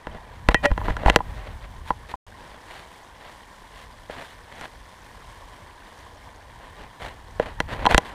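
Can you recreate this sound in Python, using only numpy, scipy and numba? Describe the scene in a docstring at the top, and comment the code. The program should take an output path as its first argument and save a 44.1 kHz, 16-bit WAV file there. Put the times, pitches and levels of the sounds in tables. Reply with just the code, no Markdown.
"""A shallow stream runs over stones, heard from a body-worn camera in a plastic case. From the start
the swaying mount rumbles under the water, beside a faint electronic whine. In the first second or so
clothing rubs the case, gear knocks on it and overloads the microphone, and a buckle rings twice.
Just after 2 s the sound drops out briefly. Water and light rubbing follow, until hard knocks and
louder rubbing return from about 7.4 s."""
import sys
import numpy as np
from scipy import signal
from scipy.fft import rfft, irfft, next_fast_len
from scipy.io import wavfile
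from scipy.ndimage import uniform_filter1d
from numba import njit

SR = 44100
rng = np.random.default_rng(int(sys.argv[2]) if len(sys.argv) > 2 else 0)


def transcribe(signal):
    """Save signal, clipped to [-1, 1], as a 16-bit WAV file at the path in sys.argv[1]."""
    frames = np.atleast_2d(signal).T
    limited = np.clip(frames, -1, 1)
    pcm = np.round(limited * 32767).astype(np.int16)
    wavfile.write(sys.argv[1], SR, pcm)


N = 358974
TIME = np.arange(N) / SR


def undb(db):
    """Amplitude ratio of a level in decibels."""
    return 10 ** (np.asarray(db) / 20)


def unit(x):
    """Normalisation to rms 1."""
    return x / np.sqrt(np.mean(x ** 2))


def add(out, start_s, x):
    """Superposition: x is added to out from start_s on."""
    i = max(int(start_s * SR), 0)
    out[i:i + len(x)] += x[:max(len(out) - i, 0)]


def colour(x, outline, tilt_db=0):
    """Spectral shaping by an outline (f/Hz, level/dB) and a tilt per octave; rms 1."""
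    size = next_fast_len(len(x))
    octave = np.log2(np.maximum(np.fft.rfftfreq(size, 1 / SR), 1))
    hz, db = np.transpose(outline)
    gain = undb(np.interp(octave, np.log2(hz), db) + tilt_db * np.maximum(octave, np.log2(hz[0])))
    return unit(irfft(rfft(x, size) * gain, size)[:len(x)])


def fluctuation(rate):
    """Random modulation: values held for 1 / rate seconds and smoothed twice; rms 1."""
    hold = max(int(SR / rate), 1)
    steps = np.repeat(rng.standard_normal(N // hold + 1), hold)
    return unit(uniform_filter1d(uniform_filter1d(steps, hold), hold)[:N])


def ring(t, hz, t60):
    """Damped oscillation: a sine that falls by 60 dB in t60 seconds."""
    return np.sin(2 * np.pi * hz * t) * np.exp(-np.log(1000) * t / t60)


def clicks(rate, spread_db):
    """Shot noise: on average rate impulses a second, many small and a few large."""
    size = undb(spread_db * np.minimum(rng.exponential(size=N), 5))
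    return unit((rng.random(N) < rate / SR) * size * rng.standard_normal(N))


def bubbles(count, low_hz, high_hz, cycles, glide, spread_db):
    """Bubble resonance: trapped air rings briefly and rises in pitch as it nears the surface."""
    out = np.zeros(N)
    for when, pitch, size, life in rng.random((count, 4)):
        hz = low_hz * (high_hz / low_hz) ** pitch
        t60 = cycles * (.5 + life) / hz
        t = TIME[:int(t60 * SR)]
        chirp = ring(t, hz * (1 + glide * t / t60), t60)
        add(out, when * N / SR, undb(-spread_db * np.log(size + .01)) * chirp)
    return unit(out)


def stream():
    """Dense fizz and separate bubbles are filtered by the cavity resonances of the case."""
    # spectrum of the rushing water: f/Hz, spectral level/dB
    rush = [(100, -10.5), (200, -6), (400, -8.5), (700, -7.5), (1020, -1), (1280, -13.5), (1800, -7.5),
            (2600, -19.5), (3200, -15.5), (4300, -21), (7000, -27), (9000, -26), (12000, -33.5),
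            (15000, -38.5)]
    # nearness of the riffle: t/s, level/dB, half the treble gain/dB
    riffle = [(0, -46.5, -2), (2.1, -48.5, 0.5), (2.3, -47, 0.5), (3.5, -48, 1), (4.6, -49, 1.5),
              (5.8, -47, 0), (6.8, -48, 0), (7.4, -48.5, 0), (8.14, -40, -5)]
    times, db, half_treble_db = np.transpose(riffle)
    fizz = colour(clicks(rate=9000, spread_db=0.5), rush) * undb(0.9 * fluctuation(rate=14))
    gurgle = bubbles(count=3500, low_hz=422, high_hz=7000, cycles=31, glide=0.063, spread_db=3.0)
    water = unit(fizz + undb(-4) * colour(gurgle, rush, tilt_db=5.0))
    treble = signal.sosfilt(signal.butter(1, 2500, "high", fs=SR, output="sos"), water)
    treble_gain = undb(2 * np.interp(TIME, times, half_treble_db))
    return (water + (treble_gain - 1) * treble) * undb(np.interp(TIME, times, db))


def sway(lift_db=2, uneven_db=2):
    """Structure-borne sound: body movement reaches the microphone through the mount as a rumble."""
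    # strength of the sway: t/s, level before the lift/dB
    movement = [(0.0, -54), (0.34, -45.5), (0.88, -34.5), (2.02, -46), (2.13, -51), (2.47, -55),
                (6.87, -50.5), (7.62, -44), (7.8, -38), (8.14, -51)]
    # spectrum of the rumble: f/Hz, spectral level/dB
    spectrum = [(15, -19.5), (35, 1), (55, -1.5), (90, -4), (140, -13.5), (260, -25), (500, -55.5)]
    times, db = np.transpose(movement)
    rumble = colour(rng.standard_normal(N), spectrum)
    return rumble * undb(np.interp(TIME, times, db) + lift_db + uneven_db * fluctuation(rate=12))


def whine(hz=14804, db=-94):
    """A steady electronic oscillation is heard as a faint pure tone."""
    return undb(db) * unit(np.sin(2 * np.pi * hz * TIME))


def cloth(catch_db=2.5):
    """Stick-slip friction: fibres catch and slip on the case in uneven strokes."""
    # strokes: onset t/s, duration/s, level/dB, tilt/(dB per octave), peak position/fraction of stroke
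    strokes = [(0.065, 0.13, -38.5, -5, 0.64), (0.306, 0.12, -49, -1, 0.4), (0.502, 0.03, -27.5, -2, 0.25),
               (0.627, 0.039, -18.5, -2, 0.83), (0.751, 0.22, -34, -2.5, 0.64),
               (0.965, 0.11, -31.5, -3.5, .7), (1.055, 0.056, -21, -2, 0.63), (1.102, 0.084, -35, -2, .5),
               (1.194, 0.4, -43, -2, .5), (1.60, 0.072, -43.5, -1.5, .5), (1.843, 0.076, -44.5, 2.5, 0.57),
               (2.07, .08, -42.5, 0.5, 0.3), (2.303, .35, -47.5, -2, .5), (2.66, 0.2, -42, 0.5, 0.39),
               (3.137, 0.22, -45.5, -1, .55), (3.699, 0.17, -48, 2, .6), (4.094, 0.074, -37.5, -0.5, 0.24),
               (4.156, .10, -38.5, -1.5, 0.25), (4.178, 0.22, -48.5, 2, .2),
               (4.459, 0.25, -42.5, -0.5, 0.57), (4.592, 0.068, -39, -0.5, 0.65),
               (6.568, .14, -46.5, -1.5, .5), (6.752, 0.13, -42, -2, 0.42),
               (6.996, 0.16, -36.5, -0.5, 0.09), (7.399, 0.17, -36, -2, 0), (7.674, 0.1, -30.5, -2, 0.52),
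               (7.757, .12, -31, -3, 0.44), (7.886, 0.066, -18, -1.5, 0.72), (7.945, .05, -36.5, 0.5, .3),
               (8.017, 0.14, -44, 1, 0.3)]
    # cloth heard through the case: f/Hz, spectral level/dB
    spectrum = [(100, -5.5), (350, -8), (600, -1), (1050, -3), (1300, -7), (1850, -3), (2500, -10),
                (3200, -10.5), (4300, -16), (5200, -25), (9500, -28), (15000, -39.5)]
    out = np.zeros(N)
    slips = clicks(rate=4500, spread_db=2) * undb(catch_db * fluctuation(rate=110))
    for start, length, db, tilt_db, peak in strokes:
        grain = slips[int(start * SR):int((start + length) * SR)]
        progress = np.arange(len(grain)) / (length * SR)
        speed = np.interp(progress, [0, np.clip(peak, .02, .98), 1], [0, 1, 0])
        add(out, start, undb(db) * np.sin(speed * np.pi / 2) * colour(grain, spectrum, tilt_db))
    return out


def knocks(crack_db=-13, crack_t60=0.022, thump_hz=48, thump_t60=0.082, reach_octaves=0.47):
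    """Impact excitation: a blow rings the case modes, weighted by the spot struck, and jolts the mount."""
    # blows: t/s, level/dB, contact cutoff f/Hz, favoured f/Hz, its boost/dB, relative thump level/dB
    blows = [(0.0692, -14, 1700, 650, 1.5, -14.5), (0.4869, 4.5, 2300, 560, -1, -8),
             (0.5443, -1, 3800, 1850, 6, -16), (0.6555, -5.5, 4200, 1650, 7.5, -24),
             (0.7050, -21, 1500, 300, -4, 4), (0.7147, -13.5, 1800, 1050, 4.5, 9.5),
             (0.7770, -11.5, 2000, 1050, 6.5, -20), (0.8140, -22, 1500, 1000, 14, -14),
             (0.8820, -9, 1300, 1040, 8, -8), (0.895, -20, 1500, 650, 11, 1),
             (0.9052, -19.5, 2200, 1900, 8, 8), (0.9669, -19.5, 3800, 1310, 13, -4),
             (1.0330, -19.5, 1500, 605, 14, -11), (1.0602, -4, 1900, 810, 7, 1.5),
             (1.0816, -6, 1600, 810, 14.5, -3), (1.0985, 2, 3400, 2540, 6, -9),
             (1.1180, -27, 2600, 1500, 6, -9), (1.16, 6, 4000, 506, 4.5, -25),
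             (1.188, -20, 1800, 1400, 0, -14), (1.2043, -18.5, 1100, 950, 18.5, -16),
             (1.9047, -8.5, 1300, 1010, 14.5, -17), (2.1390, -22, 1400, 974, 17, -9),
             (4.0964, -22.5, 1300, 560, 13, -22.5), (4.6110, -24.5, 6000, 1900, 2, -20),
             (7.3972, -6, 1600, 525, 14, -20.5), (7.6024, -6, 4000, 1820, 4.5, -17),
             (7.854, -7, 2700, 1010, 11, -20), (7.8636, -7, 3600, 3640, 12.5, -22),
             (7.8677, -6.5, 1400, 920, 17.5, -24), (7.9453, 2.5, 3200, 1490, 5.5, -5),
             (7.9790, 4, 5500, 760, 5.5, -31)]
    # modes of the case: f/Hz, level/dB, decay time T60/s
    case_modes = [(161, -12, 0.028), (325, -12.5, 0.027), (474, -16, 0.046), (615, -13.5, 0.031),
                  (810, -12.5, 0.031), (1000, -13, 0.034), (1400, -10.5, 0.015), (1700, -11, 0.019),
                  (1983, -12.5, .025), (2730, -12.5, 0.013), (3200, -12.5, 0.015), (4115, -15, 0.014),
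                  (4830, -23.5, 0.0095), (5860, -14, 0.012), (7480, -12, 0.0086), (8880, -8.5, .008),
                  (11380, -11, .007)]
    out, t = np.zeros(N), TIME[:SR // 6]
    hz, mode_db, t60 = np.transpose(case_modes)
    modes = np.array([(-1) ** k * ring(t, hz[k], t60[k]) for k in range(len(hz))])
    for start, db, cutoff_hz, spot_hz, boost_db, thump_db in blows:
        spot_db = boost_db * np.exp(-(np.log2(hz / spot_hz) / reach_octaves) ** 2)
        ringing = undb(mode_db + spot_db) @ modes
        crack = undb(crack_db) * rng.standard_normal(len(t)) * np.exp(-np.log(1000) * t / crack_t60)
        thump = undb(thump_db) * ring(t, thump_hz, thump_t60)
        # a softer contact pushes for longer and leaves out the treble
        contact = signal.butter(2, cutoff_hz, fs=SR, output="sos")
        add(out, start, undb(db) * signal.sosfilt(contact, ringing + crack + thump))
    return out


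def buckle():
    """Free vibration: a small metal part, struck or dragged, rings in its inharmonic modes."""
    # strikes: t/s, level/dB, build-up time/s, gain of the lowest mode/dB
    strikes = [(0.5450, -9, .002, -34), (0.6440, -7.5, .012, 4)]
    # modes of the buckle: f/Hz, level/dB, decay time T60/s
    modes = [(577, -1, .11), (1906, 0, 0.085), (2439, -27, .22), (2690, -16, 0.059), (3072, -29, 0.17)]
    out, t = np.zeros(N), TIME[:SR // 4]
    for start, db, build_s, lowest_db in strikes:
        tone = sum(undb(mode_db + lowest_db * (k == 0)) * ring(t, hz, t60)
                   for k, (hz, mode_db, t60) in enumerate(modes))
        add(out, start, undb(db) * tone * (1 - np.exp(-t / build_s)))
    return out


@njit
def follow(x, attack_s, release_s):
    """Envelope detection: the rectified signal is smoothed with separate rise and fall times."""
    out, envelope = np.empty(len(x)), 0.
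    for i in range(len(x)):
        lag_s = attack_s if abs(x[i]) > envelope else release_s
        envelope += (abs(x[i]) - envelope) / (SR * lag_s)
        out[i] = envelope
    return out


def scene():
    """Water, handling noise and whine superpose at one microphone."""
    return (stream() + sway() + whine() + cloth() + knocks() + buckle())[None]


def record(dry, limit_db=-9, attack_s=.003, release_s=.05, dropout_s=(2.157, 2.266), top_hz=15300):
    """Limiting and overload: hard knocks duck the gain and clip; a dropout and a low-pass follow."""
    gain = 1 / np.maximum(follow(dry[0], attack_s, release_s) / undb(limit_db), 1)
    clipped = np.clip(dry * gain, -1, 1)
    audible = (TIME < dropout_s[0]) | (TIME > dropout_s[1])
    low_pass = signal.ellip(8, .2, 70, top_hz, fs=SR, output="sos")
    return signal.sosfilt(low_pass, clipped * audible)


dry = scene()
out = record(dry)
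transcribe(out)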